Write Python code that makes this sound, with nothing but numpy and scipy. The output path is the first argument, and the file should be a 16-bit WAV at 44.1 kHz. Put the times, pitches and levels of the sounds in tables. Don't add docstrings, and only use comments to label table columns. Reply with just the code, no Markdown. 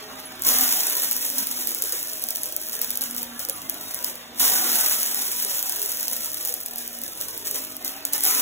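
import sys
import numpy as np
from scipy import signal
from scipy.fft import rfft, irfft, next_fast_len
from scipy.io import wavfile
from scipy.ndimage import uniform_filter1d

SR = 44100
rng = np.random.default_rng(int(sys.argv[2]) if len(sys.argv) > 2 else 0)


def undo_db(level):
    steps = np.asarray(level, float) / 20
    return 10 ** steps


def master(y):
    cut = np.clip(np.atleast_2d(y).T, -1, 1)
    pcm = np.round(cut * 32767)
    wavfile.write(sys.argv[1], SR, pcm.astype(np.int16))


N = 370881

# start [s], brush speed [turns/s], hum level [dB], whine level [dB], air rush in the bin [dB].
STROKES = [(0.0, 65, -57, -55.5, -40), (0.698, 62, -69, -58, -50), (1.1, 63, -58.5, -84, -45.5),
           (1.781, 56, -72, -55, -47.5), (2.721, 61.5, -57.5, -73, -43), (3.43, 52.3, -63.5, -55, -43.5),
           (3.95, 61, -61.5, -61, -42.5), (4.801, 57, -64.5, -62, -54), (5.519, 54.8, -69.5, -56.5, -51.5),
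           (6.451, 60.5, -61.5, -81.5, -49), (7.101, 52.55, -68, -56.5, -46), (7.851, 71, -61, -59, -43)]
# frequency [Hz], density [dB per Hz].
AIR_SPECTRUM = [(25, -29), (60, -14), (120, -15), (190, -11), (260, -5), (500, -0.5), (1000, -8),
                (2200, -12), (3300, -7.5), (5000, -13), (7500, -17.5), (11000, -28.5), (13500, -16),
                (15000, -26.5)]
# multiple of the turning rate, level at 54 turns/s [dB], loss [dB per extra turn/s].
BRUSH_ORDERS = [(1, -69.5, 0), (2, -68, 1.5), (3, -72.5, -0.2), (5, -82, 8), (6, -64, 1.5)]
# time [s], rattle level [dB].
STREAM = [(0.39, -46), (0.465, -18), (0.7, -22), (1.2, -28.5), (2.0, -31.5), (2.25, -36), (3.05, -37.5),
          (3.3, -45.5), (3.97, -34.5), (4.2, -52), (4.33, -57), (4.365, -38.5), (4.41, -22), (4.78, -21),
          (4.98, -25.5), (5.6, -28), (6.4, -31.5), (6.7, -39), (7.7, -39.5), (8.0, -51)]
# time [s], rattle level [dB].
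LAST_BITE = [
    (8.11, -53),
    (8.14, -20.5),
    (8.2, -33),
    (8.26, -19),
    (8.41, -22.5),
]
# time [s], level [dB].
CLUMPS = [(0.19, -50), (0.56, -36), (1.02, -22.5), (1.38, -25), (1.58, -29), (1.82, -39.5), (1.922, -25),
          (2.13, -49), (2.3, -32.5), (2.429, -29.5), (2.61, -31), (2.72, -28), (2.812, -25.5), (3.01, -26),
          (3.17, -27.5), (3.391, -28), (3.69, -61), (4.038, -24.5), (4.394, -13.5), (5.718, -41),
          (6.0, -28), (6.45, -28), (6.781, -28.5), (7.031, -28.5), (7.2, -29), (7.279, -29), (7.448, -23),
          (7.54, -23.5), (7.846, -24.5), (8.049, -29)]
# frequency [Hz], density [dB per Hz].
GRIT_SPECTRUM = [(150, -27), (300, -11), (750, -10), (1300, -8.5), (2300, -10.5), (3500, -5), (6500, 0),
                 (7600, -3), (9000, 2.5), (10200, 0.5), (12000, 2), (12800, 3.2), (14000, -8), (15000, -3)]
# time
# [s], peak level [dB], share below 8 kHz [dB].
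FIRST_TICKS = [(0.2011, -22, -17), (0.3955, -23, -10), (0.4212, -9, -13), (0.4365, -11, -8),
               (0.4497, -3, -11), (0.4683, -3, -10), (0.4886, -3, -16), (0.5377, -6, -11), (0.5657, -8, -3),
               (0.5864, -3, -13), (0.6106, -4, -14), (0.7248, -5, -17), (0.772, -6, -13), (0.8071, -9, -20),
               (0.8336, -8, -9), (0.8688, -6, -15), (0.8989, -9, -18), (0.9091, -12, -10),
               (0.9528, -10, -13), (0.9683, -8, -17), (0.9991, -9, -13), (1.0207, -7, -15),
               (1.0316, -8, -16), (1.0464, -8, -15), (1.1122, -5, -20), (1.1293, -7, -17),
               (1.1655, -7, -20), (1.2513, -11, -12), (1.2646, -12, -16), (1.2918, -12, -12),
               (1.3009, -11, -12), (1.3824, -6, -17), (1.4703, -9, -18), (1.5128, -17, -12),
               (1.6486, -15, -10), (1.6725, -5, -19), (1.6914, -12, -21), (1.7068, -15, -15),
               (1.7474, -9, -14), (1.7866, -14, -15), (1.8223, -6, -17), (1.8388, -11, -16),
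               (1.8728, -16, -14), (1.8831, -17, -11), (1.8944, -13, -9), (1.9231, -6, -16),
               (2.029, -14, -15), (2.038, -16, -14), (2.0724, -16, -12), (2.0837, -16, -12),
               (2.0985, -21, -1), (2.1332, -13, -12), (2.1787, -19, -15), (2.1953, -16, -14),
               (2.2235, -15, -10), (2.2388, -7, -17), (2.2688, -17, -15), (2.2871, -10, -13)]
SECOND_TICKS = [(2.3062, -8, -14), (2.3518, -13, -15), (2.3586, -6, -10), (2.3699, -12, -19),
                (2.4189, -20, -7), (2.4335, -6, -11), (2.4432, -17, -7), (2.4575, -13, -15),
                (2.4641, -16, -11), (2.4888, -21, -12), (2.5239, -16, -13), (2.5644, -10, -20),
                (2.6034, -21, -9), (2.6151, -14, -14), (2.6244, -20, -13), (2.6344, -18, -7),
                (2.6685, -21, -10), (2.6867, -16, -12), (2.6955, -17, -14), (2.7218, -14, -12),
                (2.7305, -10, -10), (2.7409, -14, -17), (2.7522, -15, -15), (2.7663, -16, -13),
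                (2.7916, -16, -9), (2.8161, -6, -13), (2.8452, -11, -9), (2.8755, -19, -10),
                (2.8956, -20, -13), (2.9049, -8, -18), (2.9134, -15, -13), (2.9559, -11, -12),
                (2.9734, -9, -12), (3.01, -10, -12), (3.0188, -9, -14), (3.0383, -10, -11),
                (3.1105, -17, -13), (3.1198, -23, -12), (3.1478, -15, -18), (3.1644, -13, -9),
                (3.1798, -13, -8), (3.2194, -18, -20), (3.2303, -10, -23), (3.3465, -28, -11),
                (3.3938, -11, -16), (3.4024, -13, -13), (3.4506, -12, -9), (3.4873, -14, -12),
                (3.497, -5, -22), (3.5663, -21, -13), (3.6181, -20, -11), (3.697, -4, -19),
                (3.7432, -17, -14), (3.784, -23, -6), (3.8112, -19, -8), (3.8397, -23, -8),
                (3.8934, -20, -12), (3.9093, -18, -9)]
THIRD_TICKS = [(3.9451, -12, -20), (3.9528, -18, -11), (3.9896, -14, -8), (4.0271, -15, -13),
               (4.0449, -6, -6), (4.1551, -18, -14), (4.3465, -28, -12), (4.3987, -7, -10),
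               (4.4986, -7, -11), (4.5056, -5, -12), (4.7175, -6, -15), (4.8097, -5, -15),
               (4.8615, -6, -13), (4.885, -8, -15), (4.8968, -6, -16), (4.9223, -6, -13),
               (4.9317, -10, -10), (4.968, -11, -15), (5.0171, -10, -12), (5.031, -5, -15),
               (5.062, -11, -12), (5.1457, -7, -13), (5.2537, -12, -12), (5.3621, -11, -13),
               (5.4005, -13, -16), (5.4251, -11, -14), (5.449, -10, -12), (5.5703, -13, -15),
               (5.5836, -10, -10), (5.592, -13, -14), (5.6274, -12, -20), (5.6953, -7, -24),
               (5.7228, -9, -11), (5.7602, -15, -7), (5.7952, -10, -11), (5.8172, -10, -14),
               (5.8277, -13, -13), (5.8601, -10, -18), (5.8939, -12, -12), (5.9183, -10, -18),
               (5.9254, -14, -11), (5.972, -11, -14), (5.9984, -13, -8), (6.0085, -9, -13),
               (6.0294, -11, -15), (6.0812, -8, -6), (6.0992, -13, -10), (6.1133, -13, -14),
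               (6.1324, -8, -15), (6.1651, -12, -17), (6.207, -14, -14), (6.2209, -16, -12),
               (6.2457, -15, -18), (6.2589, -11, -17), (6.3177, -16, -14), (6.333, -14, -14),
               (6.3442, -10, -13), (6.3723, -15, -14)]
FOURTH_TICKS = [(6.4285, -18, -11), (6.4505, -12, -15), (6.4571, -10, -11), (6.4739, -12, -17),
                (6.4852, -13, -20), (6.4926, -12, -16), (6.5249, -16, -14), (6.5403, -6, -21),
                (6.6044, -17, -21), (6.6116, -17, -20), (6.6337, -19, -14), (6.661, -13, -19),
                (6.6842, -20, -9), (6.7111, -22, -8), (6.7353, -20, -13), (6.7592, -15, -16),
                (6.7828, -9, -18), (6.8774, -14, -19), (6.9305, -20, -12), (6.988, -20, -12),
                (7.0165, -17, -15), (7.037, -16, -12), (7.0644, -17, -10), (7.0798, -18, -19),
                (7.1201, -22, -16), (7.1341, -23, -13), (7.1526, -22, -11), (7.1748, -21, -13),
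                (7.2036, -17, -11), (7.2118, -11, -10), (7.2839, -18, -12), (7.3766, -11, -18),
                (7.4529, -17, -3), (7.4712, -13, -7), (7.5114, -8, -17), (7.5455, -13, -10),
                (7.6492, -17, -18), (7.7214, -20, -14), (7.7667, -16, -17), (7.8255, -26, -10),
                (7.8471, -11, -18), (7.879, -9, -9), (7.9647, -22, -12), (8.0518, -6, -16),
                (8.1263, -16, -7), (8.1339, -3, -18), (8.1803, -10, -16), (8.2074, -9, -12),
                (8.2367, -4, -20), (8.2461, -4, -20), (8.2524, -4, -12), (8.2645, -8, -7),
                (8.2723, -5, -12), (8.31, -4, -12), (8.3494, -6, -11)]
# time [s], peak level [dB], ring frequency [Hz], 60 dB decay time [s].
PINGS = [
    (.255, -33, 11000, 0.11),
    (3.378, -39, 10670, 0.0693),
    (3.525, -34, 11000, .12),
    (3.558, -32.5, 10780, 0.086),
]
# time [s], peak level [dB], ring frequency [Hz].
KNOCKS = [
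    (1.836, -33, 445),
    (1.928, -31, 461),
    (2.565, -37, 667),
    (3.392, -39, 600),
    (3.489, -32, 541),
    (5.449, -36, 444.7),
    (7.204, -37, 600),
]
# start [s], length [s], ring [Hz], width [Hz], level [dB].
BOOMS = [
    (.5, 0.34, 750, 90, -45),
    (4.413, 0.37, 754, 110, -42.5),
    (8.252, 0.16, 754, 110, -49),
]
# frequency [Hz], phase [half turns].
LEFT_LEAD = [(0, 0), (780, -.2), (1600, 0), (4600, 1), (6950, 2), (9000, 3), (15300, 6), (22050, 9.2)]
# frequency [Hz], coherence [0 to 1].
LIKENESS = [(100, 0.97), (400, 0.91), (1000, 0.069), (1700, 0.59), (2500, 0.15), (3600, 0.44), (4300, 0.77)]
# frequency [Hz], left minus right [dB].
LEFT_MINUS_RIGHT = [(60, 2), (240, -0.5), (950, -1.5), (3770, -0.5), (15000, -1.5)]
# frequency [Hz], width [Hz], height [dB].
BODY_MODES = [(234.3, 32, 7.5), (276, 17.5, 7.5), (324, 9.5, 3.5), (399, 16, -1.5), (750, 53, 3.5),
              (977, 17, 6), (14510, 970, 11.5)]


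def evened(x):
    return x / np.sqrt(np.mean(x ** 2) + 1e-20)


def read(points, hz):
    f, value = np.transpose(points)
    return np.interp(np.log(hz + 1), np.log(f + 1), value)


def curve(rows):
    s, value = np.transpose(rows)
    return np.interp(np.arange(N) / SR, s, value)


def colour(x, points):
    log_gain = np.log(undo_db(read(points, abs(np.fft.fftfreq(4096, 1 / SR)))))
    taps = np.fft.ifft(np.exp(np.conj(signal.hilbert(log_gain)))).real[:2048]
    return signal.oaconvolve(x, taps)[:len(x)]


def band(x, hz, side):
    return signal.sosfilt(signal.butter(2, hz, side, fs=SR, output="sos"), x)


def smooth(x, s):
    return uniform_filter1d(x, size=max(round(s * SR), 1), mode="nearest")


def delayed(x, s):
    return np.interp(np.arange(N) - s * SR, np.arange(N), x)


def drift(hz):
    z = rfft(rng.standard_normal(N // 64 + 2))
    coarse = irfft(z / (1 + (np.linspace(0, SR / 128, len(z)) / hz) ** 2))
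    return np.interp(np.arange(N) / 64, np.arange(len(coarse)), evened(coarse), right=0)


def add(mix, s, sound):
    part = mix[round(s * SR):][:len(sound)]
    part += sound[:len(part)]


def strokes():
    sag_per_s, hum_rise_db_per_s, turn_s = 2.5, 12, 0.12
    whine_lag_s, whine_turn_s = 0.23, 0.22
    start, *held = np.transpose(STROKES)
    t = np.arange(N) / SR
    row = np.clip(np.searchsorted(start, t) - 1, 0, None)
    speed, hum_db, whine_db, rush_db = (v[row] for v in held)
    since = t - start[row]
    return (smooth(speed - sag_per_s * since, turn_s),
            smooth(hum_db + hum_rise_db_per_s * since, turn_s),
            smooth(delayed(whine_db, whine_lag_s), whine_turn_s),
            smooth(rush_db, turn_s))


def air(level_db=-50.5, flutter_db=1.5):
    return undo_db(level_db + flutter_db * drift(11.0)) * evened(colour(rng.standard_normal(N), AIR_SPECTRUM))


def motors(whine_hz=631.3, waver=0.0073, whine_waver=0.0031, throb_db=1.5):
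    speed, fourth_db, whine_db, _ = strokes()
    turns = np.cumsum(speed * (1 + waver * drift(11.4))) / SR
    fourth_db = fourth_db - 0.13 * SR * abs(np.gradient(speed))
    orders = [(k, db - loss * (speed - 54)) for k, db, loss in BRUSH_ORDERS]
    orders.append((4, fourth_db - 4))
    hum = sum(undo_db(db + throb_db * drift(2.1)) * np.sin(2 * np.pi * k * turns) for k, db in orders)
    whine_turns = np.cumsum(whine_hz * (1 + whine_waver * drift(19))) / SR
    whine = undo_db(whine_db + throb_db / 2 * drift(39)) * np.sin(2 * np.pi * whine_turns)
    return np.sqrt(2) * (hum + whine)


def rumble(level_db=-20, top_hz=194):
    low = band(band(rng.standard_normal(N), top_hz, "low"), top_hz, "low")
    return undo_db(strokes()[3] + level_db) * evened(band(low, 85, "high"))


def stream_db():
    rise_s, t60_s = 0.0031, 0.44
    trim_db = -2.5
    power = undo_db(2 * curve(STREAM)) + undo_db(2 * curve(LAST_BITE))
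    t = np.arange(SR // 2) / SR
    shape = np.minimum(t / rise_s, 1) * undo_db(-60 * t / t60_s) ** 2
    for s, db in CLUMPS:
        add(power, s, undo_db(2 * (db + trim_db)) * shape)
    return 10 * np.log10(power)


def shower(per_s=1800.0, thicken=0.77, spread_db=1.5, clump_db=2.0, t60=0.0059, kinds=6):
    rate = per_s * undo_db(thicken * (np.maximum(stream_db(), -30) + 26.5))
    size = undo_db(spread_db * np.minimum(rng.exponential(1, N), 4) + clump_db * drift(45))
    strikes = size * (rng.random(N) < rate / SR) / np.sqrt(rate)
    kind = rng.integers(0, kinds, N)
    decay = undo_db(-60 * np.arange(200) / SR / t60)
    total = np.zeros(N)
    for k in range(kinds):
        ring = rng.standard_normal(200) * decay
        total += signal.oaconvolve(strikes * (kind == k), ring)[:N]
    return evened(total)


def rattle(crumbs):
    return undo_db(stream_db()) * evened(band(colour(crumbs, GRIT_SPECTRUM), 1980, "high"))


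def drum_db():
    base_db, slope, lag_s, top_db = -27, 1.39, 0.0066, -30
    driven_db = base_db + slope * (smooth(delayed(stream_db(), lag_s), lag_s) + 17.5)
    return 10 * np.log10(undo_db(2 * np.minimum(driven_db, top_db)) + undo_db(2 * strokes()[3]))


def drum(crumbs, boost_db=-4.0, follow=0.5):
    clumps = abs(uniform_filter1d(crumbs ** 2, 300)) ** (follow / 2)
    wall = band(colour(clumps * rng.standard_normal(N), GRIT_SPECTRUM), 2280, "low")
    return undo_db(drum_db() + boost_db) * evened(wall)


def patchy(x, depth_db=5.5):
    z = signal.stft(x, nperseg=2048)[2]
    patches = uniform_filter1d(rng.standard_normal(z.shape), size=2, axis=0)
    patches = uniform_filter1d(patches, size=6, axis=1)
    return signal.istft(z * undo_db(depth_db * evened(patches)), nperseg=2048)[1][:N]


def ticks(boost_db=4.0, crack_t60=0.005):
    out, t = np.zeros(N), np.arange(600) / SR
    rows = FIRST_TICKS + SECOND_TICKS + THIRD_TICKS + FOURTH_TICKS
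    noise = rng.standard_normal((len(rows), 600)) * undo_db(-60 * t / crack_t60)
    cracks = colour(noise.ravel(), GRIT_SPECTRUM).reshape(noise.shape)
    bright = band(cracks, 8000, "high")
    dull = band(band(band(cracks, 7100, "low"), 3000, "high"), 3000, "high")
    for (s, db, share_db), high, low in zip(rows, bright, dull):
        crack = high / abs(high).max() + undo_db(share_db) * low / abs(low).max()
        add(out, s, undo_db(db) * crack)
    return undo_db(boost_db) * out


def echoes(strikes, t60=0.19):
    keep = 10 ** (-6 / (t60 * SR))
    power = signal.lfilter([1 - keep], [1, -keep], strikes ** 2)
    return np.sqrt(power) * evened(band(colour(rng.standard_normal(N), GRIT_SPECTRUM), 1530, "high"))


def knocks(t60=0.099, rise=0.007, spread=0.126, boost_db=-5.5):
    out, t = np.zeros(N), np.arange(SR // 4) / SR
    detunings = 1 + spread * rng.standard_normal((len(KNOCKS), 5))
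    for (s, db, hz), detune in zip(KNOCKS, detunings):
        modes = np.sin(2 * np.pi * hz * detune[:, None] * t).sum(0)
        add(out, s, undo_db(db + boost_db - 60 * t / t60) * (1 - np.exp(-t / rise)) * modes)
    for s, db, hz, ring_t60 in PINGS:
        add(out, s, undo_db(db - 60 * t / ring_t60) * np.sin(2 * np.pi * hz * t))
    return out


def booms():
    out = np.zeros(N)
    for s, length, hz, width, db in BOOMS:
        t = np.arange(0, length, 1 / SR)
        ring = signal.lfilter(*signal.iirpeak(hz, hz / width, SR), rng.standard_normal(SR))[:len(t)]
        add(out, s, undo_db(db) * np.sin(np.pi * np.sqrt(t / length)) * evened(ring))
    return out


def ports(x, other):
    size = next_fast_len(N + 512)
    hz = np.fft.rfftfreq(size, 1 / SR)
    same = np.clip(read(LIKENESS, hz), 0, 1)
    tilt = undo_db(read(LEFT_MINUS_RIGHT, hz) / 2)
    lag = np.exp(-1j * np.pi * np.interp(hz, *np.transpose(LEFT_LEAD)))
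    body = undo_db(sum(db / (1 + (2 * (hz - f) / width) ** 2) for f, width, db in BODY_MODES))
    left = rfft(x, size)
    right = left * same * lag + np.sqrt(1 - same ** 2) * rfft(other, size)
    return irfft(body * np.array([left * tilt, right / tilt]), size)[:, :N]


def scene():
    crumbs = shower()
    tones = motors() + knocks() + rumble() + booms()
    soft, hard = rattle(crumbs), ticks()
    strikes = soft + undo_db(-7) * hard
    near = soft + hard + undo_db(-4.0) * echoes(strikes) + patchy(drum(crumbs) + air()) + tones
    other_paths = echoes(strikes) + patchy(drum(crumbs) + air()) + tones
    return ports(near, other_paths)


def attacks(x, jump_db=10.5, memory=0.7):
    blocks = (band(x, 5000, "high")[:N // 128 * 128] ** 2).reshape(-1, 128).mean(1)
    jump = blocks > undo_db(2 * jump_db) * signal.lfilter([0, 1 - memory], [1, -memory], blocks)
    held = np.minimum(np.convolve(jump, np.ones(4))[1:len(jump) + 1], 1)
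    return smooth(np.interp(np.arange(N) / 128 - 0.5, np.arange(len(held)), held), 0.003)


def below(x, hz):
    return signal.oaconvolve(x, signal.firwin(511, hz, window=("kaiser", 9), fs=SR)[None], "same")


def joint_stereo(x, under_db=-4.0, from_hz=3900):
    hz, _, z = signal.stft(np.array([x[0] + x[1], x[0] - x[1]]) / 2, SR, nperseg=2048)
    power = (abs(z[:, :1024]) ** 2).reshape(2, 64, 16, -1).mean(2)
    weak = power < undo_db(2 * under_db) * power[::-1]
    z[:, :1024] *= ~(np.repeat(weak, 16, axis=1) & (hz[:1024] > from_hz)[:, None])
    mid, side = signal.istft(z, SR, nperseg=2048)[1][:, :N]
    return np.array([mid + side, mid - side])


def top_cut(x):
    return signal.sosfilt(signal.butter(12, 16810, fs=SR, output="sos"), x)


def record(dry):
    soft = 1.4 * np.tanh(dry / 1.4)
    sudden = attacks(soft[0])
    steady = joint_stereo(below(soft * (1 - sudden), 15750))
    return top_cut(steady + below(soft * sudden, 16700))


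dry = scene()
out = record(dry)
master(out)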